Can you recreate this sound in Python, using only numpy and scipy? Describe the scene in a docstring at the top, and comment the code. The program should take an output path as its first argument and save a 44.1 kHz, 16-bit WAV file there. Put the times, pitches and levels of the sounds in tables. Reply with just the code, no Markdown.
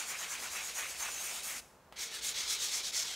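"""A sanding pad is rubbed to and fro on the unglazed foot of a ceramic vase, about nine strokes a second.
At first it lies flat on the base and sounds hollow: grit catching on the clay makes a rasp, which
brightens with hand speed and faintly rings the vase. The pad lifts off, leaving quiet air and a trace of
microphone hiss. It then lands with a tick and works the rim, louder and sharper."""
import sys
import numpy as np
from scipy import signal
from scipy.fft import rfft, irfft, next_fast_len
from scipy.io import wavfile
from scipy.ndimage import uniform_filter1d, map_coordinates

SR = 44100
rng = np.random.default_rng(int(sys.argv[2]) if len(sys.argv) > 2 else 0)


def generate_wav(sig):
    """Save sig (samples, or channels by samples) to the path in sys.argv[1] as 16-bit PCM at SR."""
    pcm = np.round(np.clip(np.atleast_2d(sig).T, -1, 1) * 32767).astype(np.int16)
    wavfile.write(sys.argv[1], SR, pcm)


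N = 138915

# Strokes on the base and on the rim, with the relative levels of their parts:
# start_s, turn_speed_ratio, rasp_db, hiss_db, fizz_db, hollow_db, ring_db
BASE_STROKES = [(-.05, 0.1, -41, -42, -46.5, -43.5, -52), (.052, 0.42, -44, -39, -45.5, -41.5, -48),
                (.166, 0.26, -41.5, -42, -48.5, -42.5, -51), (.277, 0.25, -43.5, -40.5, -47, -43.5, -47.5),
                (.385, 0.42, -42.5, -45, -47.5, -43.5, -56), (.497, 0.37, -43, -42.5, -46, -41.5, -44.5),
                (.615, 0.62, -43, -44, -48, -48, -50), (.732, 0.26, -44, -40, -42.5, -39.5, -43.5),
                (.853, 0.65, -43, -45.5, -48, -50, -49), (.966, 0.3, -42.5, -40.5, -43, -40.5, -44.5),
                (1.085, 0.75, -45, -44, -48, -50.5, -50.5), (1.2, 0.9, -44, -40.5, -43, -47, -47.5),
                (1.311, 0.82, -41, -47.5, -46, -51, -55.5), (1.42, 0.23, -44, -42, -41.5, -46.5, -49),
                (1.538, 0.92, -43.5, -48, -48, -49.5, -52)]
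RIM_STROKES = [(1.956, 0.2, -43.5, -41, -45, -45, -51), (2.102, 0.22, -43, -50, -46.5, -46.5, -63),
               (2.208, 0, -40, -37, -37, -42.5, -54), (2.336, 0, -36.5, -48, -46, -44.5, -50.5),
               (2.459, 0.33, -36.5, -34, -39, -42.5, -50.5), (2.583, 0.16, -36.5, -37, -41.5, -46, -54),
               (2.697, 0.6, -38.5, -33.5, -40, -42.5, -48), (2.823, 0.12, -37.5, -43, -50, -49, -63),
               (2.916, 0, -36, -34.5, -42.5, -45.5, -49), (3.04, 0.7, -39.5, -47, -51, -44.5, -62)]
# Spectra of the friction noise, the landing and the air: frequency_hz, relative_density_db
BASE_RASP = [(100, -15), (230, -7.5), (310, -9), (450, -3), (900, -6.5), (2400, -4), (3600, 0.5), (5100, 1),
             (6400, 3), (8500, -1), (10200, -5), (15500, -16)]
BASE_HISS = [(2000, -37), (5200, -11), (6100, 0.5), (6900, 1.5), (7900, -6.5), (9200, -14.5), (10200, -22),
             (15500, -19)]
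BASE_FIZZ = [(4000, -27), (7500, -2), (8800, 5), (10100, 0.5), (11200, 0.5), (12000, -2.5), (13200, -1),
             (15500, -5.5)]
BASE_HOLLOW = [(200, -27.5), (450, -14), (780, -7), (1300, -1.5), (1800, -2.5), (2350, -2), (3000, -8),
               (4200, -17.5), (9000, -52)]
RIM_RASP = [(150, -22.5), (310, -23), (650, -17), (1600, -11), (2800, -9), (3400, 0), (4800, 0), (6000, 1),
            (8000, -6), (11000, -14.5), (15500, -21)]
RIM_HISS = [(1500, -43), (4200, -12), (5400, -3.5), (6200, 0.5), (7100, -1.5), (8200, -9.5), (9600, -16),
            (15500, -30)]
RIM_FIZZ = [(4000, -26), (7500, 4), (9300, 2.5), (10500, -3.5), (11200, -1.5), (11800, -14), (12700, -2.5),
            (15500, -8.5)]
RIM_HOLLOW = [(200, -19.5), (500, -13.5), (900, -8), (1400, -4), (1850, -2.5), (2650, 0), (4000, 1),
              (9000, -42)]
LANDING_SPECTRUM = [(150, -17), (450, -3), (1200, 3), (2300, -2), (4200, -6), (6000, -13), (15000, -21)]
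AIR_SPECTRUM = [(20, -14), (35, -14), (54, 8), (78, 2), (100, -4.5), (200, -0.5), (320, -6), (460, 0),
                (1000, -2.5), (1800, -11), (3000, -20), (7000, -24), (15000, -38)]
# Modes of the vase: pitch_hz, bandwidth_hz, gain_db
VASE_MODES = [(782, 42, -12), (1477, 12, -23), (2180, 31, -19.5), (3380, 76, -11), (3727, 40, -21),
              (3882, 24, -3.5), (4400, 28, -4), (4650, 25, -14), (5100, 33, -13), (5500, 29, -14),
              (7870, 77, -21), (8550, 43, -10)]
# Side signal relative to centre: frequency_hz, gain_db
SIDE_SPECTRUM = [(100, -23), (500, -22), (1500, -28), (4500, -28), (8000, -25), (13000, -17.5)]

LIFT_S, LANDING_S, RIM_END_S = 1.6114, 1.9245, 3.16
PRESS_S, RELEASE_S = 0.028, 0.021
GRAINS_PER_S, GRAIN_SPREAD_DB = 3000, 3
HISS_EXPONENT, FIZZ_EXPONENT = 1.9, 1.8  # powers of hand speed


def rim_sanding():
    """Friction noise grows with sliding speed: on the narrow rim, hiss and fizz flare at mid-stroke."""
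    speed, (rasp, hiss, fizz, hollow, ring) = hand(RIM_STROKES, RIM_END_S, skew=0.99)
    since_start_s = np.arange(N) / SR - RIM_STROKES[0][0]
    press = np.clip(since_start_s / PRESS_S, 0, 1) ** 0.5
    sound = (rasp * speed ** 0.41 * grit(RIM_RASP, coarse_db=-2, patchy_db=3.5)
             + hiss * speed ** HISS_EXPONENT * grit(RIM_HISS, coarse_db=-9, patchy_db=2)
             + fizz * speed ** FIZZ_EXPONENT * grit(RIM_FIZZ, coarse_db=-1, patchy_db=4)
             + hollow * speed ** 0.3 * grit(RIM_HOLLOW, coarse_db=-3.5, patchy_db=3.5)
             + ring * speed ** 0.34 * resonance(pitch_hz=2220, width_hz=400)  # foot under the pad
             + amp(-63) * resonance(pitch_hz=430, width_hz=183))  # body of the vase
    return press * sound * flicker(depth_db=1.03)


def base_sanding():
    """Sliding friction under the whole pad: the hiss swells first, then the hollow tone, then the ring."""
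    speed, (rasp, hiss, fizz, _, _) = hand(BASE_STROKES, LIFT_S, skew=0.78)
    hollow_speed, (*_, hollow, _) = hand(BASE_STROKES, LIFT_S, skew=0.97, lag_s=0.016)
    ring_speed, (*_, ring) = hand(BASE_STROKES, LIFT_S, skew=1.3, lag_s=0.036)
    sound = (rasp * speed ** 0.21 * grit(BASE_RASP, coarse_db=-5, patchy_db=3)
             + hiss * speed ** HISS_EXPONENT * grit(BASE_HISS, coarse_db=-10, patchy_db=4.5)
             + fizz * speed ** FIZZ_EXPONENT * grit(BASE_FIZZ, coarse_db=-2, patchy_db=3.5)
             + hollow * hollow_speed ** 1.02 * glide(grit(BASE_HOLLOW, coarse_db=-4.5, patchy_db=2.7))
             + ring * ring_speed ** 0.84 * resonance(pitch_hz=2460, width_hz=780))  # cavity of the vase
    return sound * flicker(depth_db=0.74)


def hand(strokes, end_s, skew, lag_s=0):
    """Reciprocating motion: speed traces one arch a stroke. Returns it with the gains of the parts."""
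    t = np.arange(N) / SR
    start_s, turn_speed, *levels_db = np.transpose(strokes)
    position = stroke_position(t - lag_s, strokes, end_s)
    turn_speed = np.interp(t - lag_s, start_s, turn_speed)
    arch = np.sin(np.pi * (position % 1) ** skew)
    speed = np.hypot(turn_speed, np.sqrt(1 - turn_speed ** 2) * arch)
    row = np.minimum(position.astype(int), len(strokes) - 1)
    contact = (t > start_s[0]) * np.clip((end_s - t) / RELEASE_S, 0, 1)
    return speed, [contact * amp(uniform_filter1d(db[row], size=900)) for db in levels_db]


def stroke_position(t, strokes, end_s):
    """The phase of the motion advances by one with each stroke."""
    turns_s = [stroke[0] for stroke in strokes] + [end_s]
    return np.interp(t, turns_s, np.arange(len(turns_s)))


def grit(spectrum, coarse_db, patchy_db):
    """Abrasion: fine scratches and coarse grains snapping free; the colour shifts as the contact moves."""
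    snaps = (rng.random(N) < GRAINS_PER_S / SR) * np.sign(rng.standard_normal(N))
    grains = snaps * amp(GRAIN_SPREAD_DB * rng.standard_normal(N))
    spectrogram = signal.stft(rng.standard_normal(N), nperseg=1024)[2]
    patches = rng.standard_normal(spectrogram.shape)
    for axis in (0, 1):  # smooth over frequency, then time
        patches = uniform_filter1d(patches, size=5, axis=axis)
    scratches = signal.istft(spectrogram * amp(patchy_db * unit(patches)), nperseg=1024)[1][:N]
    return coloured(unit(scratches) + amp(coarse_db) * unit(grains), spectrum)


def glide(x, octaves=0.55):
    """Frequency scaling: the hollow tone climbs each time the pad crosses the base."""
    phase = stroke_position(np.arange(N) / SR, BASE_STROKES, LIFT_S) % 1
    pitch_ratio = 2 ** (octaves * (phase - 0.5))
    return unit(map_coordinates(x, [np.cumsum(pitch_ratio)], mode='mirror'))


def flicker(depth_db, rate_hz=110):
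    """Random amplitude modulation: a gain that wavers smoothly."""
    knots = rng.standard_normal(int(N * rate_hz / SR) + 4)
    return amp(depth_db * map_coordinates(knots, [np.arange(N) * rate_hz / SR]))


def resonance(pitch_hz, width_hz):
    """Resonance confines friction noise to one band."""
    return unit(filtered(rng.standard_normal(N), lambda hz: mode(hz, pitch_hz, width_hz) ** 2))


def vase(x):
    """Modal superposition: the hand-damped ceramic adds narrow resonances to whatever rubs it."""
    return filtered(x, lambda hz: 1 + sum(amp(db) * mode(hz, pitch_hz, width_hz)
                                          for pitch_hz, width_hz, db in VASE_MODES))


def mode(hz, pitch_hz, width_hz):
    """A damped oscillator responds most at its natural frequency."""
    damping = 1j * hz * width_hz
    return damping / (pitch_hz ** 2 - hz ** 2 + damping)


def landing():
    """Impact transient: the pad meets the rim with a soft tick and scuffs faintly as it settles."""
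    t = np.arange(N) / SR - LANDING_S
    tick = amp(-44.5) * decay(t, t60_s=0.013)
    scuff = amp(-54) * decay(t, t60_s=0.28)
    return (tick + scuff) * coloured(rng.standard_normal(N), LANDING_SPECTRUM)


def reverberation(x):
    """Diffuse reflections from the surroundings add a weak, short tail."""
    t = np.arange(SR // 2) / SR
    tail = rng.standard_normal(len(t)) * decay(t, t60_s=0.55)
    return amp(-13.5) * signal.fftconvolve(x, tail / np.linalg.norm(tail))[:N]


def with_side(x, delay_s):
    """Side signal: a weak delayed copy is added left and subtracted right; the sound stays nearly mono."""
    side = filtered(x, lambda hz: spectral_gain(SIDE_SPECTRUM, hz) * np.exp(-2j * np.pi * hz * delay_s))
    return np.array([x + side, x - side])


def air():
    """Ambient noise: steady, quiet and strongest in the bass."""
    return amp(-62) * coloured(rng.standard_normal(N), AIR_SPECTRUM)


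def amp(db):
    """Amplitude ratio of a level in decibels."""
    return 10 ** (np.asarray(db) / 20)


def unit(x):
    """Normalisation to rms 1."""
    return x / np.sqrt(np.mean(x ** 2) + 1e-20)


def decay(t, t60_s):
    """Exponential decay from t = 0, silent before."""
    return (t >= 0) * np.exp(-np.log(1000) * np.abs(t) / t60_s)


def spectral_gain(spectrum, hz):
    """Gain from levels interpolated on a logarithmic frequency axis."""
    frequency_hz, level_db = np.transpose(spectrum)
    return amp(np.interp(np.log(hz + 1), np.log(frequency_hz + 1), level_db))


def filtered(x, response):
    """Linear filtering multiplies the spectrum by a frequency response."""
    size = next_fast_len(N + SR // 2)
    return irfft(rfft(x, size) * response(np.fft.rfftfreq(size, 1 / SR)), size)[..., :N]


def coloured(x, spectrum):
    """Spectral shaping, at rms 1."""
    return unit(filtered(x, lambda hz: spectral_gain(spectrum, hz)))


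def scene():
    """Superposition: close sanding and its reverberation over quiet air and microphone hiss."""
    sanding = amp(-2) * vase(base_sanding() + landing() + rim_sanding())
    stereo = with_side(sanding + reverberation(sanding) + air(), delay_s=0.007)
    microphone_hiss = amp(-73) * rng.standard_normal((2, N))
    return stereo + microphone_hiss


def record(dry):
    """Band limiting: an ideal low-pass filter removes the highest treble."""
    return filtered(dry, lambda hz: hz < 15700)


dry = scene()
out = record(dry)
generate_wav(out)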